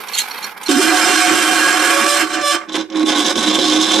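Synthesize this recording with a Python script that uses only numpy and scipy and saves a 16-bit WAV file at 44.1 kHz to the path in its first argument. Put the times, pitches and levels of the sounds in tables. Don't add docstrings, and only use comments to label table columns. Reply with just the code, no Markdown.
import sys
import numpy as np
from scipy import signal
from scipy.fft import rfft, irfft
from scipy.io import wavfile
from scipy.ndimage import uniform_filter1d, minimum_filter1d

SR = 44100
rng = np.random.default_rng(int(sys.argv[2]) if len(sys.argv) > 2 else 0)


def wav_out(sig):
    wavfile.write(sys.argv[1], SR, np.round(np.clip(np.atleast_2d(sig).T, -1, 1) * 32767).astype(np.int16))


N = 176400
TIME = np.arange(N) / SR
HZ = np.maximum(np.arange(N // 2 + 1) * SR / N, 1)

# frequency_hz, level_db
ROOM_TONE_SPECTRUM = [(25, -12), (60, -14), (90, -5), (130, -11), (200, 2), (1000, -10), (15000, -32)]
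# frequency_hz, relative_db
SCATTER = [(60, 6), (200, -9), (400, -9.5), (1500, -7), (4000, -3), (12000, -0.5)]
# frequency_hz, left_minus_right_db
KETTLE_BALANCE = [(60, -18), (99, -5), (160, -11.5), (270, -5), (450, -7.5), (740, -6.5), (1220, -2.5),
                  (2010, -4.5), (3330, -4.5), (5500, -7.5), (9080, -1), (15000, -4.5)]

# time_s, middle_db, treble_db
HISS_LEVELS = [(0.0, -40, -46), (0.017, -37.5, -37.5), (0.054, -39, -44.5), (0.202, -38, -33),
               (0.238, -37.5, -40), (0.482, -36, -40), (0.508, -40, -43), (0.532, -43, -52),
               (0.562, -42.5, -61), (0.578, -39, -42), (0.6, -44, -56), (0.616, -38.5, -43.5),
               (0.68, -39, -43)]
# frequency_hz, level_db
HISS_SPECTRUM = [(40, -41), (130, -34), (190, -10), (370, -14.5), (450, -7.5), (620, -16), (950, -2),
                 (1150, -6.5), (1550, -5), (1850, -13.5), (2300, 3), (3300, -3), (4200, -4), (5200, -8),
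                 (7500, -16.5), (9500, -11), (11800, -5.5), (15500, -17)]
# start_s, length_s, pitch_hz, tone_db, rasp_db, ring_db
SQUEAKS = [(0.084, 0.01, 4300, -32, -30.5, -31), (0.134, 0.024, 4260, -20, -25, -40),
           (0.16, 0.021, 4280, -29, -24, -50), (0.178, 0.02, 3195, -16, -27, -45),
           (0.184, 0.011, 3160, -29, -14, -41), (0.197, 0.026, 4240, -19, -20.5, -39),
           (0.31, 0.011, 4300, -24.5, -44, -30.5), (0.375, 0.011, 4260, -30, -46, -44),
           (0.425, 0.036, 4290, -28, -33.5, -43), (0.441, 0.0092, 4270, -27.5, -40.5, -26.5),
           (.631, 0.012, 8660, -33, -33, -40), (0.661, 0.013, 4310, -20, -33, -31)]
# frequency_hz, level_db
RASP_SPECTRUM = [(100, -45), (800, -48), (2000, -2), (3200, 6.5), (4200, -2.5), (5200, -6), (6600, 5.5),
                 (8000, -9), (11000, -10.5), (15500, -29)]

# pitch_hz, width_hz, tight_drive_db, loose_drive_db
KETTLE_MODES = [(201, 14.4, -13, -4), (309.6, 25, 6.5, -4), (399.6, 22, -7.5, -12), (542, 38, -7, -6),
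                (730, 14.8, 6, -1), (1107.3, 28.5, 2, -1), (1526, 34, 0, -10.5), (1613, 20, -1, -11),
                (1718, 30, -4, -14.5), (2142, 75, -5, -22), (2404, 8.7, 1.5, -32), (2768, 41, -4, -34),
                (3100, 26, -5, -15), (3148, 114, -10.5, -3.5), (3560, 45, -11, 0), (3690, 59, -12, -5),
                (3936, 22, -8.5, 4), (4186, 40, -4, -6), (5190, 69, -5.5, -3.5)]
# frequency_hz, level_db
TIGHT_WASH = [(30, -43), (85, -22.5), (130, -21), (200, -12), (330, 12.5), (450, -59), (650, -40),
              (830, -4.5), (1000, -2.5), (1600, 3), (2100, -0.5), (3100, -6.5), (4500, -13.5), (6000, -11),
              (8600, -7.5), (9500, -14.5), (11500, -12.5), (13500, -25), (15500, -40)]
# frequency_hz, level_db
LOOSE_WASH = [(30, -50), (85, -17), (130, -18), (200, -2.5), (330, 8.5), (450, -8), (650, -17), (850, 2),
              (1150, -6.5), (1900, -8.5), (2800, -5), (3500, 2.5), (4400, -13), (5500, -5), (7500, -17),
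              (9000, -26.5), (11500, -34), (15500, -52)]
CROSSOVERS_HZ = [450, 2600, 7500]
# time_s, boom_db, clang_db, treble_db, top_db
TIGHT_LEVELS = [(0.66, -71, -41, -45, -37), (0.682, -50, -43, -45, -51), (0.691, -6.5, -18, -13, -23),
                (0.701, 1, -13, -11, -19), (0.715, -16, -17.5, -17, -24), (0.747, -18, -23, -25, -34),
                (0.77, -9, -16.5, -18.5, -26), (0.803, -14, -20.5, -21.5, -26.5),
                (0.83, -20.5, -18, -17.5, -24), (0.92, -16.5, -14, -22, -28.5),
                (0.97, -24, -15, -18.5, -26), (1.19, -19, -14.5, -16.5, -25),
                (1.23, -29.5, -14.5, -19, -25), (1.32, -13, -14.5, -19, -27),
                (1.36, -23, -18.5, -20, -26.5), (1.6, -22.5, -15, -20, -26.5),
                (1.69, -25.5, -13.5, -20, -26.5), (1.8, -23.5, -17.5, -21.5, -29),
                (1.87, -23.5, -13.5, -19.5, -24.5), (2.07, -23, -16.5, -22.5, -30),
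                (2.09, -31, -17.5, -18.5, -23), (2.221, -26.5, -15.5, -20.5, -28),
                (2.238, -14.5, -19.5, -24, -37), (2.28, -34, -27.5, -36, -43),
                (2.35, -25.5, -21, -22, -34.5), (2.38, -24, -21.5, -31.5, -49),
                (2.48, -38, -17, -19.5, -26), (2.525, -34, -16.5, -18.5, -29.5),
                (2.553, -21, -18, -21, -29.5), (2.6, -38, -29, -44, -95), (2.64, -44, -34, -49, -73),
                (2.67, -42, -43, -64, -63)]
# time_s, boom_db, clang_db, treble_db, top_db
LOOSE_LEVELS = [(2.67, -64, -43, -65, -64), (2.684, -30, -44, -53, -84), (2.695, -30, -30, -28, -48),
                (2.714, -34, -36, -44, -64), (2.72, -26, -36, -34, -54), (2.736, -38, -33, -23.5, -37.5),
                (2.746, -20, -24, -23, -38), (2.771, -28, -23.5, -23.5, -33), (2.779, -20, -26.5, -30, -47),
                (2.814, -22.5, -28.5, -26, -46), (2.84, -32, -39.5, -45, -73), (2.884, -40, -53, -65, -78),
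                (2.918, -28, -35, -49, -65), (2.924, -28, -36, -34, -70), (2.944, -23, -30.5, -40, -57),
                (2.96, -17, -28.5, -28, -44), (3.033, -15.5, -25, -29, -44), (3.042, -10.5, -32, -41, -58),
                (3.058, -24, -31, -31, -37), (3.08, -16.5, -21, -17.5, -30.5),
                (3.144, -24, -21, -22.5, -39), (3.192, -15, -20, -17, -27), (3.24, -23.5, -24, -24.5, -37),
                (3.258, -21.5, -23, -17, -32), (3.31, -24, -19, -19, -30), (3.35, -28, -34, -37, -51),
                (3.362, -19, -24, -20, -33.5), (3.436, -26.5, -21.5, -20.5, -32.5),
                (3.488, -14, -22.5, -16.5, -31.5), (3.528, -24, -23, -22.5, -39),
                (3.55, -16.5, -19.5, -11.5, -22.5), (3.57, -22, -21, -25, -36),
                (3.6, -19.5, -23, -17.5, -34), (3.774, -16, -21.5, -18, -31.5), (3.788, -14, -23, -24, -40),
                (3.818, -19, -23, -15.5, -28.5), (3.875, -25, -23.5, -20, -34),
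                (3.94, -20, -19, -14, -27.5), (4.0, -15.5, -21.5, -19.5, -35)]
# middle_s, length_s, pitch_hz, over_chatter_db
SWELLS = [(0.699, 0.051, 364, -6), (0.733, 0.077, 272.4, 0.5), (0.78, .05, 294, 0), (0.798, 0.035, 372, 0),
          (0.943, 0.068, 733, -6), (1.23, 0.087, 2205, -8.5), (1.672, 0.17, 1641, -4),
          (1.87, .11, 1668, -7)]
# time_s, over_chatter_db
BUZZ_LEVELS = [(1.8, -31), (1.92, -11), (2.09, -1.5), (2.18, -8), (2.24, -13), (2.34, -8.5), (2.41, -9),
               (2.44, 11.5), (2.51, 8), (2.545, -10), (2.66, 3)]
# time_s, pitch_hz
BUZZ_PITCH = [(1.9, 557), (2.03, 562), (2.07, 578), (2.2, 579), (2.4, 588), (2.47, 579), (2.51, 580),
              (2.55, 586)]
# multiple, level_db
BUZZ_HARMONICS = [(1, 1.5), (2, 7), (3, -1), (4, -6.5), (5, -13), (6, -9.5), (7, -15.5), (9, -10),
                  (10, -19), (12, -14), (14, -25), (15, -14)]
# time_s, pitch_hz, over_chatter_db
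HUM = [(2.67, 324, -9), (2.77, 312.2, -1.5), (2.87, 314.6, -15), (2.93, 322.6, -2), (3.01, 312.8, 5.5),
       (3.08, 310.8, -10), (3.19, 301.3, -5), (3.28, 307.4, -16.5), (3.41, 306.4, -12.5), (3.48, 311, -9),
       (3.57, 304.2, -16.5), (3.77, 311.2, -4.5), (3.88, 316, -15), (4.0, 319.6, -3)]
# start_s, level_db
KNOCKS = [(.683, -19), (2.686, -41), (2.767, -40), (2.901, -32), (3.061, -22), (3.356, -18.5), (3.551, -14)]

TIGHT_HITS_PER_S, LOOSE_HITS_PER_S, SPITS_PER_S = 450, 260, 680
TIMING_SPREAD, STRENGTH_SPREAD_DB = 0.55, 1.5
TIGHT_CLUMP_DB, LOOSE_CLUMP_DB, CLUMPS_PER_S = 2.5, 1, 54
CORNER_SHIFT_DB, MODE_SHIFT_DB, SHIFTS_PER_S = 3.5, 2.5, 17
SPUTTER_DB, SPUTTERS_PER_S, SPUTTER_ABOVE_HZ = 2.5, 270, 4200
HISS_SPLIT_HZ, HISS_TRIM_DB = 2050, 5.5
SQUEAK_WAVER, SQUEAK_OCTAVE_DB, SQUEAK_EDGE_S = 0.016, -29, 0.0025
PAN_RING_HZ, PAN_TAIL_HZ, PAN_TAIL_DB, PAN_TAIL_T60_S = 5660, 4420, -15.5, 0.24
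WALL_LOW_HZ, WALL_HIGH_HZ, WALL_WIDTH_HZ = 4253, 9980, 22
WALL_DB, WALL_SHIFT_DB, WALL_SHIFTS_PER_S = -5, 5, 43
BUZZ_JITTER, BUZZ_LOOSE_JITTER = 0.0038, 0.0049


def from_db(db):
    return 10 ** (np.asarray(db) / 20)


def rms_one(x):
    return x / np.sqrt(np.mean(x ** 2) + 1e-20)


def in_time(rows):
    times, *columns = np.transpose(rows)
    return [np.interp(TIME, times, column) for column in columns]


def at_hz(points):
    hz, db = np.transpose(points)
    return np.interp(np.log(HZ), np.log(hz), db)


def colour(x, points):
    return irfft(rfft(x) * from_db(at_hz(points)), N)


def drift(rate_hz):
    return rms_one(irfft(rfft(rng.standard_normal(N)) / (1 + (HZ / rate_hz) ** 2), N))


def sides(db):
    left = 2 / (1 + from_db(-np.atleast_1d(db)))
    return np.array([left, 2 - left])


def through(x, response):
    return signal.fftconvolve(np.atleast_2d(x), response[:, :SR // 2], axes=1)[:, :N]


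def follow(x, levels, crossovers, even_s=0.033):
    out, rest = 0, rfft(x)
    size = int(even_s * SR)
    for hz, level_db in zip([*crossovers, SR], in_time(levels)):
        part = rest / (1 + (HZ / hz) ** 16)
        rest = rest - part
        band = irfft(part, N)
        power = uniform_filter1d(uniform_filter1d(band.mean(0) ** 2, size), size // 2)
        out = out + band / np.sqrt(np.abs(power) + 1e-18) * from_db(level_db)
    sounding = (TIME >= levels[0][0]) & (TIME <= levels[-1][0])
    return out * uniform_filter1d(1.0 * sounding, size=200)


def room_tone(level_db=-52):
    return from_db(level_db) * rms_one(colour(rng.standard_normal((2, N)), ROOM_TONE_SPECTRUM))


def kitchen_reverb(x, t60_s=0.21, level_db=-12.5):
    tail = rng.standard_normal((2, N)) * from_db(-60 * TIME / t60_s) * (TIME > .005)
    tail /= np.sqrt(np.sum(tail ** 2, axis=1, keepdims=True))
    return from_db(level_db) * through(x, tail)


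def contacts(per_s, clump_db):
    timing, strength = rng.standard_normal((16000, 2)).T
    at = (np.cumsum(np.exp(TIMING_SPREAD * timing)) / per_s * SR).astype(int)
    clicks = np.bincount(at[at < N], from_db(STRENGTH_SPREAD_DB * strength[at < N]), N)
    return (clicks - clicks.mean()) * from_db(clump_db * drift(CLUMPS_PER_S))


def wash(t60_s):
    dying = rng.standard_normal((3, N)) * from_db(-60 * np.minimum(TIME / t60_s, 4))
    dying /= np.sqrt(np.sum(dying ** 2, axis=1, keepdims=True))
    return dying[0] + colour(dying[1:], SCATTER)


def corners(per_s, clump_db, spectrum, t60_s, count):
    trains = [contacts(per_s, clump_db) * from_db(CORNER_SHIFT_DB * drift(SHIFTS_PER_S))
              for _ in range(count)]
    ringing = sum(through(clicks, wash(t60_s)) for clicks in trains)
    return sum(trains), colour(ringing, spectrum)


def sputter(x):
    low = irfft(rfft(x) / (1 + (HZ / SPUTTER_ABOVE_HZ) ** 4), N)
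    return low + (x - low) * from_db(SPUTTER_DB * drift(SPUTTERS_PER_S))


def pan_hiss():
    _, spits = corners(SPITS_PER_S, clump_db=5.2, spectrum=HISS_SPECTRUM, t60_s=0.038, count=4)
    return from_db(HISS_TRIM_DB) * follow(sputter(spits), HISS_LEVELS, [HISS_SPLIT_HZ])


def pan_squeaks():
    scraping = through(contacts(per_s=1800, clump_db=3.5), wash(t60_s=0.011))
    rasp = rms_one(colour(scraping, RASP_SPECTRUM))
    phase_per_hz = 2 * np.pi * np.cumsum(1 + SQUEAK_WAVER * drift(315)) / SR
    ring = np.sin(2 * np.pi * PAN_RING_HZ * TIME)
    age = TIME[:SR // 2]
    tail = from_db(PAN_TAIL_DB - 60 * age / PAN_TAIL_T60_S) * np.sin(2 * np.pi * PAN_TAIL_HZ * age)
    out = np.zeros((2, N))
    for start_s, length_s, hz, tone_db, rasp_db, ring_db in SQUEAKS:
        inside_s = np.minimum(TIME - start_s, start_s + length_s - TIME)
        gate = np.clip(inside_s / SQUEAK_EDGE_S + .5, 0, 1)
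        on = gate > 0
        phase = hz * phase_per_hz[on]
        tone = np.sin(phase) + from_db(SQUEAK_OCTAVE_DB) * np.sin(2 * phase)
        squeak = from_db(tone_db) * tone + from_db(rasp_db) * rasp[:, on] + from_db(ring_db) * ring[on]
        out[:, on] += gate[on] * squeak
        middle = int((start_s + length_s / 2) * SR)
        out[:, middle:middle + len(tail)] += from_db(tone_db) * tail
    return out


def thin_wall(x, groups=5, per_group=9):
    out, spectrum = x, rfft(x)
    modes_hz = np.sort(rng.uniform(WALL_LOW_HZ, WALL_HIGH_HZ, groups * per_group))
    for group in modes_hz.reshape(groups, per_group):
        peaks = sum(1 / (1 + 2j * (HZ - hz) / WALL_WIDTH_HZ) for hz in group)
        flare = from_db(WALL_DB + WALL_SHIFT_DB * drift(WALL_SHIFTS_PER_S))
        out = out + irfft(spectrum * peaks, N) * flare
    return out


def swells(waver_hz=6):
    out = np.zeros(N)
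    waver = waver_hz * drift(60)
    for middle_s, length_s, hz, db in SWELLS:
        on = np.abs(TIME - middle_s) < length_s / 2
        arch = np.cos(np.pi * (TIME[on] - middle_s) / length_s)
        phase = 2 * np.pi * np.cumsum(hz + waver[on]) / SR
        out[on] += np.sqrt(2) * from_db(db) * arch * np.sin(phase)
    return out


def hum(jitter=0.01462):
    hz, db = in_time(HUM)
    phase = 2 * np.pi * np.cumsum(hz * (1 + jitter * drift(41.7))) / SR
    return np.sqrt(2) * from_db(db) * np.sin(phase)


def buzz(flutter_db=2):
    (hz,), (db,) = in_time(BUZZ_PITCH), in_time(BUZZ_LEVELS)
    jitter = BUZZ_JITTER + BUZZ_LOOSE_JITTER / (1 + from_db(db) ** 2)
    phase = 2 * np.pi * np.cumsum(hz * (1 + jitter * drift(151))) / SR
    stack = 0
    for multiple, level_db in BUZZ_HARMONICS:
        gain = from_db(level_db + flutter_db * drift(16))
        stack = stack + gain * np.cos(multiple * phase + rng.uniform(0, np.pi))
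    return rms_one(stack) * from_db(db) * (TIME > BUZZ_LEVELS[0][0])


def knocks(t60_s=0.052, low_cut_hz=790):
    clicks = np.zeros(N)
    for start_s, db in KNOCKS:
        clicks[int(start_s * SR)] = from_db(db)
    clacks = colour(through(clicks, wash(t60_s)), LOOSE_WASH)
    clacks = signal.sosfilt(signal.butter(2, low_cut_hz, "high", fs=SR, output="sos"), clacks)
    energy = np.sum(clicks ** 2) * t60_s * SR / np.log(1000)
    return clacks * np.sqrt(energy / np.sum(clacks ** 2))


def chatter(per_s, clump_db, drives_db, spectrum, wash_db):
    clicks, dense_ring = corners(per_s, clump_db, spectrum, t60_s=0.096, count=2)
    modes = 0
    for k, ((hz, width_hz, *_), db) in enumerate(zip(KETTLE_MODES, drives_db)):
        polarity = (-1) ** (k // 2)
        drive = polarity * clicks * from_db(db + MODE_SHIFT_DB * drift(SHIFTS_PER_S))
        radius = np.exp(-np.pi * width_hz / SR)
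        feedback = [1, -2 * radius * np.cos(2 * np.pi * hz / SR), radius ** 2]
        modes = modes + signal.lfilter([1 - radius, 0, radius - 1], feedback, drive)
    modes = signal.sosfilt(signal.butter(2, [220, 6500], "band", fs=SR, output="sos"), modes)
    return rms_one(modes + from_db(wash_db) * thin_wall(dense_ring))


def kettle_rattle():
    _, _, tight_db, loose_db = np.transpose(KETTLE_MODES)
    tight = chatter(TIGHT_HITS_PER_S, TIGHT_CLUMP_DB, tight_db, TIGHT_WASH, wash_db=-9)
    tight = follow(tight + buzz() + swells(), TIGHT_LEVELS, CROSSOVERS_HZ)
    loose = chatter(LOOSE_HITS_PER_S, LOOSE_CLUMP_DB, loose_db, LOOSE_WASH, wash_db=-11)
    loose = follow(sputter(loose + hum()), LOOSE_LEVELS, CROSSOVERS_HZ)
    rattle = tight + loose + knocks()
    return irfft(rfft(rattle) * sides(at_hz(KETTLE_BALANCE)), N)


def scene():
    near = kettle_rattle() + (pan_hiss() + pan_squeaks()) * sides(db=-5)
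    return near + kitchen_reverb(near) + room_tone()


def record(dry):
    stopband_hz, ceiling, limiter_s = 16500, 0.86, 0.0053
    x = signal.sosfilt(signal.cheby2(12, 70, stopband_hz, fs=SR, output="sos"), dry)
    size = int(limiter_s * SR)
    gain = minimum_filter1d(ceiling / np.maximum(np.abs(x).max(0), ceiling), size)
    return x * uniform_filter1d(gain, size)


dry = scene()
out = record(dry)
wav_out(out)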